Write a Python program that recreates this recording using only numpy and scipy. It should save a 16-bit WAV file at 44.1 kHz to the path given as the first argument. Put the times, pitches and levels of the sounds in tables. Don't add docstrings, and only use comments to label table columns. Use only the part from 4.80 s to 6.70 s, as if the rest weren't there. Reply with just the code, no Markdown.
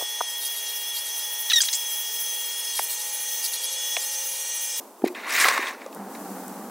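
import sys
import numpy as np
from scipy import signal
from scipy.fft import rfft, irfft
from scipy.io import wavfile

SR = 44100
rng = np.random.default_rng(int(sys.argv[2]) if len(sys.argv) > 2 else 0)


def unload_wav(signal):
    wavfile.write(
        sys.argv[1],
        SR,
        np.round(np.clip(np.atleast_2d(signal).T, -1, 1) * 32767).astype(np.int16),
    )


N = 83790
TIME = np.arange(N) / SR


# time in seconds, rasp level in dB, grit level in dB.
SCRAPE_LEVELS = [(0.34, -67, -68), (0.349, -40, -50.5), (0.465, -37.5, -48), (0.5, -30, -32),
                 (0.56, -24, -28), (0.592, -24.5, -26.5), (0.62, -24, -21), (0.66, -25.5, -23),
                 (0.705, -28, -30.5), (0.8, -29, -39.5), (0.89, -33.5, -40), (0.97, -55.5, -59.5),
                 (1.05, -50.5, -53.5), (1.11, -66, -76)]
# time in seconds, level in dB.
WALL_LEVELS = [(0.46, -46.5), (0.59, -47), (0.657, -25.5), (0.7, -32), (0.78, -35), (0.81, -42),
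               (0.93, -46)]
# frequency in Hz, strength in dB.
RASP_TONE = [(400, -59), (800, -2.5), (1300, 6.5), (1800, 10), (2500, -17), (3400, -1.5), (4200, -6),
             (6000, -42)]
GRIT_TONE = [(1500, 5), (3200, 3.5), (4200, 6), (6000, 3.5), (11500, -4), (15500, -4)]
WALL_TONE = [(200, -38), (450, -0.5), (680, 3.5), (900, -3), (1080, 12.5), (1300, -7), (1900, -44)]

def scrape():
    rasp_gain, grit_gain = gains(SCRAPE_LEVELS)
    wall_gain, = gains(WALL_LEVELS)
    edge = slips(per_second=2500, uneven_db=1.5, clump_db=2.5, clump_hz=76)
    fine = slips(per_second=3100, uneven_db=1, clump_db=1, clump_hz=43)
    ringing = from_db(-1.5) * blade(edge)
    rasp = from_db(-4.5) * squelch(colour(edge, RASP_TONE), depth_db=8.5, rate_hz=34)
    grit = from_db(0.5) * squelch(colour(fine, GRIT_TONE), depth_db=5, rate_hz=30)
    wall = colour(edge, WALL_TONE)
    return rasp_gain * (ringing + rasp) + grit_gain * grit + wall_gain * wall


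# pitch in Hz, width in Hz (narrow rings longer), level in dB.
BLADE_NOTES = [(1190, 65, -3), (1620, 350, 0.5), (1858, 67, 13), (1896, 147, 14.5), (2440, 600, 12),
               (3710, 77, -1), (4230, 30, -7)]

def blade(edge):
    out = 0
    for k, (hz, width, db) in enumerate(BLADE_NOTES):
        note = ring(edge, hz, fade_s=np.log(1000) / np.pi / width)
        out = out + (-1) ** k * from_db(db) * rms_one(note)
    return rms_one(out)


def squelch(x, depth_db, rate_hz, bands=18):
    centres_hz = np.geomspace(500, 16000, bands)
    spectrum, hz = rfft(x), np.fft.rfftfreq(N, 1 / SR)
    out = 0
    for one_band in np.eye(bands):
        band = irfft(spectrum * np.interp(hz, centres_hz, one_band), N)
        out = out + band * from_db(depth_db * np.tanh(drift(rate_hz)))
    return rms_one(out)


# start in seconds, level in dB, length in seconds.
CATCHES = [(0.244, -40, 0.022), (0.272, -38.5, 0.013), (0.611, -26, 0.0029), (0.684, -17, 0.0043),
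           (0.777, -21.5, 0.0027), (0.876, -33.5, 0.013), (1.348, -49, 0.012)]
# frequency in Hz, strength in dB.
CATCH_TONE = [(400, -3), (1900, 3), (3400, 1), (4100, 2.5), (4900, -2.5), (15000, -17.5)]

def catches(release_s=0.0018):
    gain = 0
    for start, db, length in CATCHES:
        fade = np.exp(-np.clip((TIME - start - length) / release_s, 0, 30))
        gain = gain + from_db(db) * (TIME >= start) * fade
    edge = slips(per_second=8400, uneven_db=0, clump_db=3, clump_hz=60)
    return gain * (colour(edge, CATCH_TONE) + from_db(-4) * blade(edge))


# time in seconds, level in dB, pitch in Hz, fade time in seconds.
KNOCKS = [(0.222, -27, 370, 0.0036), (0.2423, 1.5, 314, 0.0012), (0.793, -20.5, 340, 0.0027),
          (1.064, -22.5, 520, 0.0028)]
# start in seconds, level in dB.
SHUDDERS = [(0.249, -23.5), (0.264, -18.5), (0.303, -26)]

def knocks(rise_s=0.001):
    thuds = 0
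    for when, db, hz, decay in KNOCKS:
        t = np.clip(TIME - when, -.1, .1)
        swell = np.exp(-np.logaddexp(-t / rise_s, t / decay))
        phase = 2 * np.pi * hz * t
        overtone = from_db(-10) * np.sin(2.28 * phase)
        thuds = thuds - from_db(db) * swell * (np.cos(phase) + overtone)
    taps = sum(click(start, db) for start, db in SHUDDERS)
    return thuds + ring(taps, hz=357, fade_s=0.082)


# start in seconds, level in dB, middle pitch in Hz.
SMACKS = [(0.218, -46, 1700), (0.349, -35, 2620), (0.613, -19.5, 1865), (0.62, -18, 1810),
          (0.637, -18.5, 1674), (0.643, -14, 1736), (0.652, -17.5, 1098), (0.661, -25, 1270),
          (0.777, -20, 1357), (0.87, -27, 2300), (0.946, -38, 1390), (1.016, -37, 1720)]

def smacks(count=12, smack_cycles=6.9, fade_cycles=3.4, scatter_octaves=0.328, rise=0.049):
    t = TIME[:SR // 20, None]
    out = 0
    for start, db, hz in SMACKS:
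        length = smack_cycles / hz
        onsets = length * (np.arange(count) + rng.random(count)) / count
        pitches = hz * 2 ** (scatter_octaves * rng.standard_normal(count))
        cycles = np.maximum(t - onsets, 0) * pitches
        age = cycles / fade_cycles
        bubbles = np.exp(-age) * np.sin(2 * np.pi * cycles * (1 + rise * age))
        cluster = bubbles @ rng.standard_normal(count)
        out = out + burst_at(filtered(cluster, hz / 2, "high"), start, db, length)
    return out


# start in seconds, level in dB, pitch in Hz, fade time in seconds.
POPS = [(0.251, -35, 8900, 0.0005), (0.2774, -29.5, 12100, 0.00078), (0.507, -27.5, 5900, 0.0015),
        (0.6, -22, 6940, 0.0058), (0.623, -23, 6300, 0.003), (0.6868, -19, 6950, 0.0013),
        (1.063, -39, 6100, 0.00088), (1.128, -44.5, 2980, 0.0019), (1.148, -34, 10300, 0.0007),
        (1.681, -31, 9200, 0.0006)]

def pops(band_ratio=1.4):
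    t = TIME[:SR // 20]
    out = 0
    for start, db, hz, decay in POPS:
        burst = rng.standard_normal(len(t)) * np.exp(-t / decay)
        tick = filtered(burst, [hz / band_ratio, hz * band_ratio], "band")
        out = out + burst_at(tick, start, db, decay)
    return out


# time in seconds, rumble level in dB, hiss level in dB.
STROKE_LEVELS = [(1.125, -51, -53.5), (1.17, -31, -54.5), (1.25, -35, -57), (1.33, -33.5, -49.5),
                 (1.58, -34, -48.5), (1.9, -33.5, -51.5)]
# frequency in Hz, strength in dB.
TUFT_TONE = [(150, 7.5), (192, 15.5), (240, 1.5), (430, -8), (640, -11), (775, -1.5), (950, -9.5),
             (1400, -13), (2000, -22.5), (3200, -41)]

def rug_stroke():
    rumble_gain, hiss_gain = gains(STROKE_LEVELS)
    bumps = slips(per_second=1100, uneven_db=-0.4, clump_db=-0.5, clump_hz=26)
    rumble = from_db(0.5) * colour(bumps, TUFT_TONE)
    hiss = from_db(1) * fine_hiss()
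    return rumble_gain * rumble + hiss_gain * hiss


# frequency in Hz, strength in dB.
HISS_TONE = [(2000, -2.5), (3500, -7), (7500, 1.5), (15500, 0.5)]

def fine_hiss():
    ticks = slips(per_second=23000, uneven_db=3.5, clump_db=0, clump_hz=120)
    side = colour(rng.standard_normal(N), HISS_TONE)
    return stereo(colour(ticks, HISS_TONE), side, side_db=-2.5)


def echo(x, fade_s=0.4, delay_s=0.004):
    t = TIME[:SR // 2]
    tail = rng.standard_normal(len(t)) * from_db(-60 * t / fade_s) * (t > delay_s)
    return signal.fftconvolve(x, tail / np.linalg.norm(tail))[:N]


# frequency in Hz, strength in dB.
ROOM_TONE = [(200, -6.5), (560, -7), (1000, -9), (2100, -30.5), (15500, -32.5)]
# time in seconds, level in dB.
ROOM_LEVELS = [(0, -42.5), (0.15, -50), (0.4, -43), (1.9, -42.5)]
EARLY_HISS_LEVELS = [(0, -52.5), (0.15, -59.5), (0.33, -53.5)]

def room():
    middle, side = (colour(noise, ROOM_TONE) for noise in rng.standard_normal((2, N)))
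    room_gain, = gains(ROOM_LEVELS)
    hiss_gain, = gains(EARLY_HISS_LEVELS)
    return room_gain * stereo(middle, side, side_db=-25) + hiss_gain * fine_hiss()


def slips(per_second, uneven_db, clump_db, clump_hz):
    happens = rng.random(N) < per_second / SR
    size_db = uneven_db * np.minimum(rng.exponential(1, N), 4)
    swell_db = clump_db * np.tanh(drift(clump_hz))
    return happens * from_db(size_db + swell_db) * rng.choice([-1, 1], N)


def drift(rate_hz):
    r = np.exp(-2 * np.pi * rate_hz / SR)
    return rms_one(signal.lfilter([1], [1, -2 * r, r * r], rng.standard_normal(N + SR))[SR:])


def click(start, db):
    out = np.zeros(N)
    out[int(start * SR)] = from_db(db)
    return out


def ring(x, hz, fade_s):
    r, w = from_db(-60 / (fade_s * SR)), 2 * np.pi * hz / SR
    return signal.lfilter([0, np.sin(w)], [1, -2 * r * np.cos(w), r * r], x + 1e-18)


def colour(x, tone):
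    hz, db = np.transpose(tone)
    octave, points = np.log2(np.maximum(np.fft.rfftfreq(N, 1 / SR), 1)), np.log2(hz)
    beyond = np.abs(octave - np.clip(octave, points[0], points[-1]))
    gain = from_db(np.interp(octave, points, db) - 20 * beyond)
    return rms_one(irfft(rfft(x) * gain, N))


def filtered(x, hz, keep):
    return signal.sosfilt(signal.butter(2, hz, keep, fs=SR, output="sos"), x + 1e-18)


def gains(rows):
    times, *columns = np.transpose(rows)
    outside = np.maximum(times[0] - TIME, 0) + np.maximum(TIME - times[-1], 0)
    fade = np.exp(-np.minimum(outside / .01, 30))
    return [from_db(np.interp(TIME, times, db)) * fade for db in columns]


def burst_at(x, start, db, length):
    x = from_db(db) * x * np.sqrt(length * SR / np.sum(x ** 2))
    return np.pad(x, (int(start * SR), N))[:N]


def stereo(middle, side, side_db):
    return middle + from_db(side_db) * side * [[1], [-1]]


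def from_db(db):
    return 10 ** (np.asarray(db) / 20)


def rms_one(x):
    return x / np.sqrt(np.mean(x ** 2) + 1e-20)


def scene():
    tub = scrape() + catches() + knocks() + pops() + smacks()
    return tub + from_db(-17) * echo(tub) + rug_stroke() + room()


def record(dry, bass_cut_hz=213.9, bass_leak_db=-32, treble_cut_hz=15900):
    hz = np.fft.rfftfreq(2 * N, 1 / SR)
    slope = (hz / bass_cut_hz) ** 10
    bass_cut = slope / np.sqrt(1 + slope ** 2) + from_db(bass_leak_db)
    thin = irfft(rfft(dry, 2 * N) * bass_cut)[:, :N]
    return signal.sosfilt(signal.ellip(12, .1, 80, treble_cut_hz, fs=SR, output="sos"), thin)


dry = scene()
out = record(dry)
unload_wav(out)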